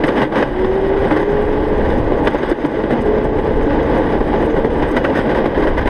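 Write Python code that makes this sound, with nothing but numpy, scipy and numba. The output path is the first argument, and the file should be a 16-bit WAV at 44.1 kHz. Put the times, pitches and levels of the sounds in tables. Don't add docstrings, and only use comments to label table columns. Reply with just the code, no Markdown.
import sys
import numpy as np
from scipy import signal
from scipy.fft import rfft, irfft
from scipy.io import wavfile
from scipy.ndimage import uniform_filter1d
from numba import njit

SR = 44100
rng = np.random.default_rng(int(sys.argv[2]) if len(sys.argv) > 2 else 0)


def transcribe(u):
    v = np.clip(np.atleast_2d(u).T, -1, 1)
    q = np.round(v * 32767).astype(np.int16)
    wavfile.write(sys.argv[1], SR, q)


N = 259749


def undb(db):
    return 10 ** (np.asarray(db) / 20)


def unit(x):
    return x / np.sqrt(np.mean(x ** 2))


def curves(table):
    times_s, *columns = np.transpose(table)
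    return [np.interp(np.arange(N) / SR, times_s, column) for column in columns]


def drift(rate_hz):
    step = max(int(SR / rate_hz), 1)
    held = np.repeat(rng.standard_normal(N // step + 1), step)[:N]
    return unit(uniform_filter1d(uniform_filter1d(held, step), step))


def contacts(per_s, scatter_db):
    hit = rng.random(N) < per_s / SR
    size = undb(scatter_db * np.clip(rng.standard_normal(N), -2, 2))
    return unit(hit * size * rng.choice([-1, 1], N))


def ring(force, modes, size=8192):
    f = np.arange(size // 2 + 1) * SR / size + 1
    power = sum(undb(db) ** 2 / (1 + ((f * f - hz * hz) / (f * width_hz)) ** 2 / 3) ** 3
                for hz, width_hz, db in modes)
    cepstrum = irfft(np.log(power + 1e-12) / 2)
    response = irfft(np.exp(rfft(2 * cepstrum[:size // 2], size)))
    return signal.fftconvolve(force, response / np.linalg.norm(response))[:len(force)]


# f/Hz, width/Hz, relative level/dB
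FRAME_MODES = [(142.5, 35, -3), (228.5, 64, 0), (303, 39, 1), (345, 133, 0), (417, 58, -1), (491, 76, -1.5),
               (540, 64, -2), (615, 190, -7), (704, 56, -11.5), (839, 69, -4.5), (928, 72, -11.5),
               (1010, 100, -14), (1153, 70, -15), (1680, 870, -27)]


def tyres(rumble_db):
    force = contacts(per_s=7000, scatter_db=1.5) * undb(rumble_db + 0.27 * drift(50) + 0.44 * drift(14))
    return ring(force, FRAME_MODES)


# f/Hz, width/Hz, relative level/dB
FAIRING_MODES = [(945, 390, 4), (1571, 240, 4.5), (1740, 170, -6.5), (1930, 262, 2.5), (2480, 390, -10),
                 (2918, 130, -7), (3120, 130, -9), (3326, 74, -9), (3590, 555, -14.5), (4810, 830, -23)]


def chatter(chatter_db):
    flurry_db = 2.2 * drift(90)
    taps = contacts(per_s=900, scatter_db=-0.5) * undb(flurry_db - 4.5)
    grit = rng.standard_normal(N) * undb(-3.0)
    return ring((taps + grit) * undb(chatter_db), FAIRING_MODES)


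# f/Hz, width/Hz, relative level/dB
STEEL_MODES = [(5080, 320, 0), (6280, 690, -3.5), (8360, 690, -4), (9700, 1700, -12.5), (10500, 500, -16),
               (11100, 750, -11.5), (13260, 110, -8.5), (13000, 1300, -15.5)]
# t/s, level/dB
CHAIN_SLAPS = [(0.07, -43.5), (0.375, -51), (0.885, -54), (1.17, -47), (1.2, -52), (1.218, -53),
               (1.985, -53), (2.252, -54), (2.345, -48), (2.383, -51), (2.5, -46), (2.665, -49),
               (3.019, -52), (3.245, -52.5), (3.63, -57), (3.83, -54), (3.905, -55), (4.425, -59),
               (4.46, -51), (4.59, -55), (4.89, -52), (4.915, -47), (4.966, -51), (5.044, -56),
               (5.178, -51), (5.37, -58), (5.868, -57)]


def jingle(chatter_db, offset_db=-31.5, slap_width_s=0.0068):
    t = np.arange(N) / SR
    shaking = undb(chatter_db + offset_db + 1.2 * drift(35))
    slaps = sum(undb(db) * np.exp(-((t - at_s) / slap_width_s) ** 2 / 2) for at_s, db in CHAIN_SLAPS)
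    force = np.hypot(shaking, slaps) * undb(2.0 * drift(140))
    powers = np.array([width_hz * undb(db) ** 2 for _, width_hz, db in STEEL_MODES])
    out = np.zeros(N)
    for mode, share in zip(STEEL_MODES, powers / powers.sum()):
        ticks = unit(contacts(per_s=3600, scatter_db=3.0) * undb(2.5 * drift(30)))
        out += np.sqrt(share) * ring(ticks * force, [mode])
    return out


# t/s, rumble/dB, chatter/dB
ROAD_SHAKE = [(0.0, -16.5, -30.5), (0.23, -17.5, -30), (0.29, -24, -39), (0.38, -15.5, -23.5),
              (0.5, -20, -30), (0.7, -17, -29), (1.3, -17, -30), (1.95, -16, -29), (2.22, -17, -33),
              (2.27, -11.5, -24), (2.32, -17, -26), (2.49, -20.5, -27), (2.56, -22.5, -29.5),
              (2.7, -21.5, -33), (2.95, -16, -29), (3.3, -17, -32.5), (3.62, -18, -31), (3.9, -13, -27),
              (4.25, -18, -30.5), (5.1, -16.5, -30), (5.38, -15.5, -30), (5.62, -16.5, -27.5),
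              (5.89, -20, -31)]


def rolling(patchy_db=1.39):
    rumble_db, chatter_db = np.array(curves(ROAD_SHAKE)) + patchy_db * drift(18)
    return tyres(rumble_db) + chatter(chatter_db) + jingle(chatter_db)


# t/s, level/dB
WIND_LEVEL = [(0.0, -27), (0.24, -33), (0.7, -23.5), (1.55, -22), (2.08, -16), (2.68, -30.5), (3.1, -22),
              (3.62, -18), (3.78, -22.5), (4.88, -20.5), (5.15, -26.5), (5.8, -18.5), (5.89, -18)]
# f/Hz, relative density/dB
WIND_SPECTRUM = [(4, -36.5), (10, -9.5), (20, 5), (35, 2), (60, -1), (85, -5), (130, -11.5), (250, -33),
                 (800, -60)]


def wind(gust_db=0.9, gust_hz=9.6, cutoff_hz=1500):
    (level_db,) = curves(WIND_LEVEL)
    hz, density_db = np.transpose(WIND_SPECTRUM)
    f = np.arange(N // 2 + 1) * SR / N + 1
    colour = undb(np.interp(np.log(f), np.log(hz), density_db)) / (1 + (f / cutoff_hz) ** 2)
    eddies = irfft(rfft(rng.standard_normal(N)) * colour, N)
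    return unit(eddies) * undb(level_db + gust_db * drift(gust_hz))


def struck_spot(modes, detune=0.019, scatter_db=1):
    chance = np.clip(rng.standard_normal((len(modes), 2)), -2, 2)
    return [(hz * (1 + detune * a), width_hz, db + scatter_db * b)
            for (hz, width_hz, db), (a, b) in zip(modes, chance)]


def pits(per_s=5, clatter_db=-23, thud_db=-20.5, scatter_db=2.5, settle_s=0.016):
    chance = rng.random((64, 2))
    times_s = np.cumsum(0.5 + chance[:, 0]) / per_s
    sizes_db = scatter_db * (2 * chance[:, 1] - 1)
    return [(at_s, clatter_db + db, thud_db + db, 0, settle_s)
            for at_s, db in zip(times_s, sizes_db) if at_s + settle_s < N / SR]


# t/s, clatter/dB, thud/dB, hold/s, settle/s
JOLTS = [(0.037, -10, -9, 0.0052, 0.015), (0.079, -15, -12.5, 0.012, 0.028),
         (0.164, -18.5, -16, 0.041, 0.029), (0.217, -10.5, -10, 0.0085, 0.02),
         (0.323, -24, -14.5, 0.003, .012), (0.354, -18.5, -15, 0.022, 0.024),
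         (0.4252, -10.5, -6, 0.0052, 0.0073), (0.645, -20, -16, 0.0053, 0.013),
         (1.042, -22, -17.5, 0.015, 0.0066), (1.1083, -15.5, -11.5, 0.031, 0.027),
         (1.1637, -12, -8.5, 0.012, 0.026), (1.197, -23, -12, 0.0092, 0.013),
         (1.2277, -19.5, -15.5, 0.0037, .008), (1.899, -18.5, -27, 0.0073, 0.017),
         (2.1197, -15.5, -8.5, 0.0016, 0.01), (2.2726, -3, -3, 0.0088, .0048),
         (2.345, -13.5, -8, 0.0093, 0.0096), (2.385, -17, -26, 0.0039, 0.0053),
         (2.432, -15.5, -10, 0.0034, 0.02), (2.486, -23.5, -19, 0.018, 0.028),
         (2.514, -13, -11.5, 0.013, 0.0059), (2.5834, -29, -11, 0, 0.013),
         (2.6485, -14.5, -4.5, 0.0034, 0.015), (2.8385, -30, -12, 0.0059, 0.0046),
         (2.9057, -16.5, -9.5, 0.0034, 0.019), (3.1755, -31, -15.5, 0.001, 0.013),
         (3.249, -23.5, -10.5, 0.0023, 0.023), (3.384, -24.5, -14.5, 0.014, 0.01),
         (4.205, -30, -11, 0.011, 0.0082), (4.3286, -22.5, -12, 0.016, 0.023),
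         (4.564, -22.5, -11.5, 0.015, 0.025), (4.6454, -18, -11, 0.014, 0.018),
         (4.823, -18, -14, 0.0086, 0.0069), (4.9662, -9.5, -10.5, 0.01, 0.0082),
         (5.043, -13, -10.5, 0.0089, 0.02), (5.152, -16.5, -17.5, .028, 0.025),
         (5.188, -16.5, -14, 0.001, 0.013), (5.291, -22.5, -20, 0.032, 0.014),
         (5.345, -18, -21, 0.044, 0.024), (5.4422, -24, -13, 0.004, 0.011), (5.4575, -11, -7.5, 0, 0.014),
         (5.5765, -19, -6.5, 0.0011, 0.0065), (5.6222, -19, -22.5, 0.02, 0.017),
         (5.67, -18, -21, 0.0069, 0.021), (5.776, -12.5, -16, 0.0019, 0.017), (5.811, -23, -27, 0, 0.026),
         (5.857, -19, -14, 0.005, 0.0095), (5.872, -12.5, -15, 0.0071, 0.017)]


def jolts(rise_share=0.273, strike_s=0.0011, rebound_db=-5.5, clack_db=-22, knock_db=2):
    clatter, thud, rattles, knocks = np.zeros((4, N))
    age = np.arange(SR // 5) / SR
    rebounds = contacts(per_s=7000, scatter_db=3.0)
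    frame_hits = contacts(per_s=5900, scatter_db=3)
    steel_hits = contacts(per_s=7800, scatter_db=1.5)
    blow = np.sqrt(strike_s * SR)
    for at_s, clatter_db, thud_db, hold_s, settle_s in JOLTS + pits():
        rise_s = rise_share * settle_s
        start, strike = int((at_s - rise_s / 2) * SR), int((at_s + rise_s / 2) * SR)
        settling = np.exp(-np.maximum(age - hold_s, 0) / settle_s)
        burst = (np.minimum(age / rise_s, 1) * settling)[:N - start]
        span = slice(start, start + len(burst))
        clatter[span] += undb(clatter_db) * burst
        thud[span] += undb(thud_db) * burst
        knocks[strike] += undb(thud_db + knock_db) * blow
        force = undb(rebound_db) * burst * rebounds[span]
        force[strike - start] += undb(clack_db) * blow
        rattles[span] += undb(clatter_db) * ring(force, struck_spot(FAIRING_MODES), size=4096)
    thuds = ring(undb(-0.5) * thud * frame_hits + knocks, FRAME_MODES)
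    chinks = ring(clatter * steel_hits, STEEL_MODES)
    return rattles + thuds + undb(-36.5) * chinks


# t/s, level/dB, pitch ratio
CLACKS = [(0.0397, -15, 1.05), (0.089, -12.5, 1.22), (0.181, -12, 1.06), (0.219, -9, 0.96),
          (0.358, -14, 1.16), (0.4273, -9, 0.86), (1.1085, -15, 0.8), (1.125, -10, 0.92), (1.167, -12, 1),
          (2.2722, -3.5, .96), (2.2758, -1.5, 1), (2.4312, -12, 1), (2.515, -14, 1), (2.649, -10.5, .85),
          (2.838, -19, .95), (4.648, -18, 0.87), (4.9697, -13, 1.03), (5.0497, -6, 0.91),
          (5.373, -15, 0.96), (5.672, -11, 0.91), (5.783, -17, 1)]


def clacks(blow_s=0.00065, width_share=0.56, frame_db=-5):
    out = np.zeros(N)
    blow = signal.unit_impulse(SR // 10) * np.sqrt(blow_s * SR)
    body = undb(frame_db) * ring(blow, FRAME_MODES)
    for at_s, db, pitch in CLACKS:
        free_modes = [(hz * pitch, width_hz * width_share, mode_db)
                      for hz, width_hz, mode_db in struck_spot(FAIRING_MODES)]
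        clack = ring(blow, free_modes, size=4096) + body
        start = int(at_s * SR)
        out[start:start + len(blow)] += undb(db) * clack[:N - start]
    return out


# t/s, level/dB, f/Hz, decay/s
FRAME_BOOMS = [(.205, -4.5, 309, 0.041), (1.115, -3.5, 307.6, 0.036), (1.62, -14, 300, 0.08),
               (2.271, 7, 617, 0.0063), (2.345, -1, 583, 0.012), (2.42, -6, 216, 0.012),
               (2.514, 12.5, 343, 0.008), (2.639, 2, 299, 0.012), (2.913, -10, 233, 0.046),
               (3.665, -4.5, 288.3, 0.03), (4.784, -6.5, 295.5, 0.021)]


def booms(swell_s=0.0097):
    out = np.zeros(N)
    age = np.arange(SR // 3) / SR
    for at_s, db, hz, decay_s in FRAME_BOOMS:
        start = int(at_s * SR)
        envelope = (1 - np.exp(-age / swell_s)) * np.exp(-age / decay_s)
        out[start:start + len(age)] += undb(db) * envelope * np.sin(2 * np.pi * hz * age)
    return out


# t/s, f/Hz
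WHINE_PITCH = [(0.5, 357), (0.62, 373), (0.78, 384.6), (1.05, 398), (1.35, 412.3), (1.65, 426.8),
               (2.0, 421.6), (2.82, 434), (3.08, 416.6), (3.3, 428), (3.6, 442.6), (4.0, 459.2),
               (4.22, 465.7), (4.5, 451.6), (4.8, 472.7)]
# start/s, end/s, build/s, level/dB, sag/(dB/s), speed wobble ratio, flutter/dB
THROTTLE_PULLS = [(0.492, 1.135, 0.12, -15.5, 3.5, 0.0071, 1.9), (1.177, 2.31, 0.11, -14, 15, 0.0067, 1.5),
                  (2.72, 2.887, 0.073, -22, 6, 0.0076, -2.5), (3.019, 3.427, 0.063, -14, 22, 0.013, 2),
                  (3.36, 4.248, 0.059, -23, -0.5, 0.01094, 1), (4.414, 4.83, .05, -21.5, 2, 0.0138, 3)]


def motor(fade_s=0.066, octave_db=-18.5):
    (hz,) = curves(WHINE_PITCH)
    t = np.arange(N) / SR
    wobble, flutter, out = drift(50), drift(55), np.zeros(N)
    for start_s, end_s, build_s, db, sag_db_per_s, wobble_share, flutter_db in THROTTLE_PULLS:
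        throttle = np.clip(np.minimum((t - start_s) / build_s, (end_s - t) / fade_s), 0, 1)
        phase = 2 * np.pi * np.cumsum(hz * (1 + wobble_share * wobble)) / SR
        whine = (np.sin(phase) + undb(octave_db) * np.sin(2 * phase)) * undb(flutter_db * flutter)
        out += unit(whine) * throttle * undb(db - sag_db_per_s * (t - start_s))
    return out


def scene():
    return (rolling() + motor() + jolts() + clacks() + booms() + wind())[None]


@njit
def follow(x, attack_s, release_s):
    out, level = np.empty(len(x)), 0.
    for i in range(len(x)):
        level += (x[i] - level) / (SR * (attack_s if x[i] > level else release_s))
        out[i] = level
    return out


def record(dry, threshold=0.41, lookahead_s=0.002, cutoff_hz=15000, fade_s=0.002):
    t = np.arange(N) / SR
    envelope = follow(np.abs(dry[0]), attack_s=0.0027, release_s=0.12)
    ahead = np.interp(t + lookahead_s, t, envelope)
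    limited = np.clip(dry * threshold / np.maximum(ahead, threshold), -1, 1)
    lowpass = signal.ellip(8, .2, 80, cutoff_hz, fs=SR, output="sos")
    edges = np.minimum(np.minimum(t, t[-1] - t) / fade_s, 1)
    return edges * signal.sosfilt(lowpass, limited)


dry = scene()
out = record(dry)
transcribe(out)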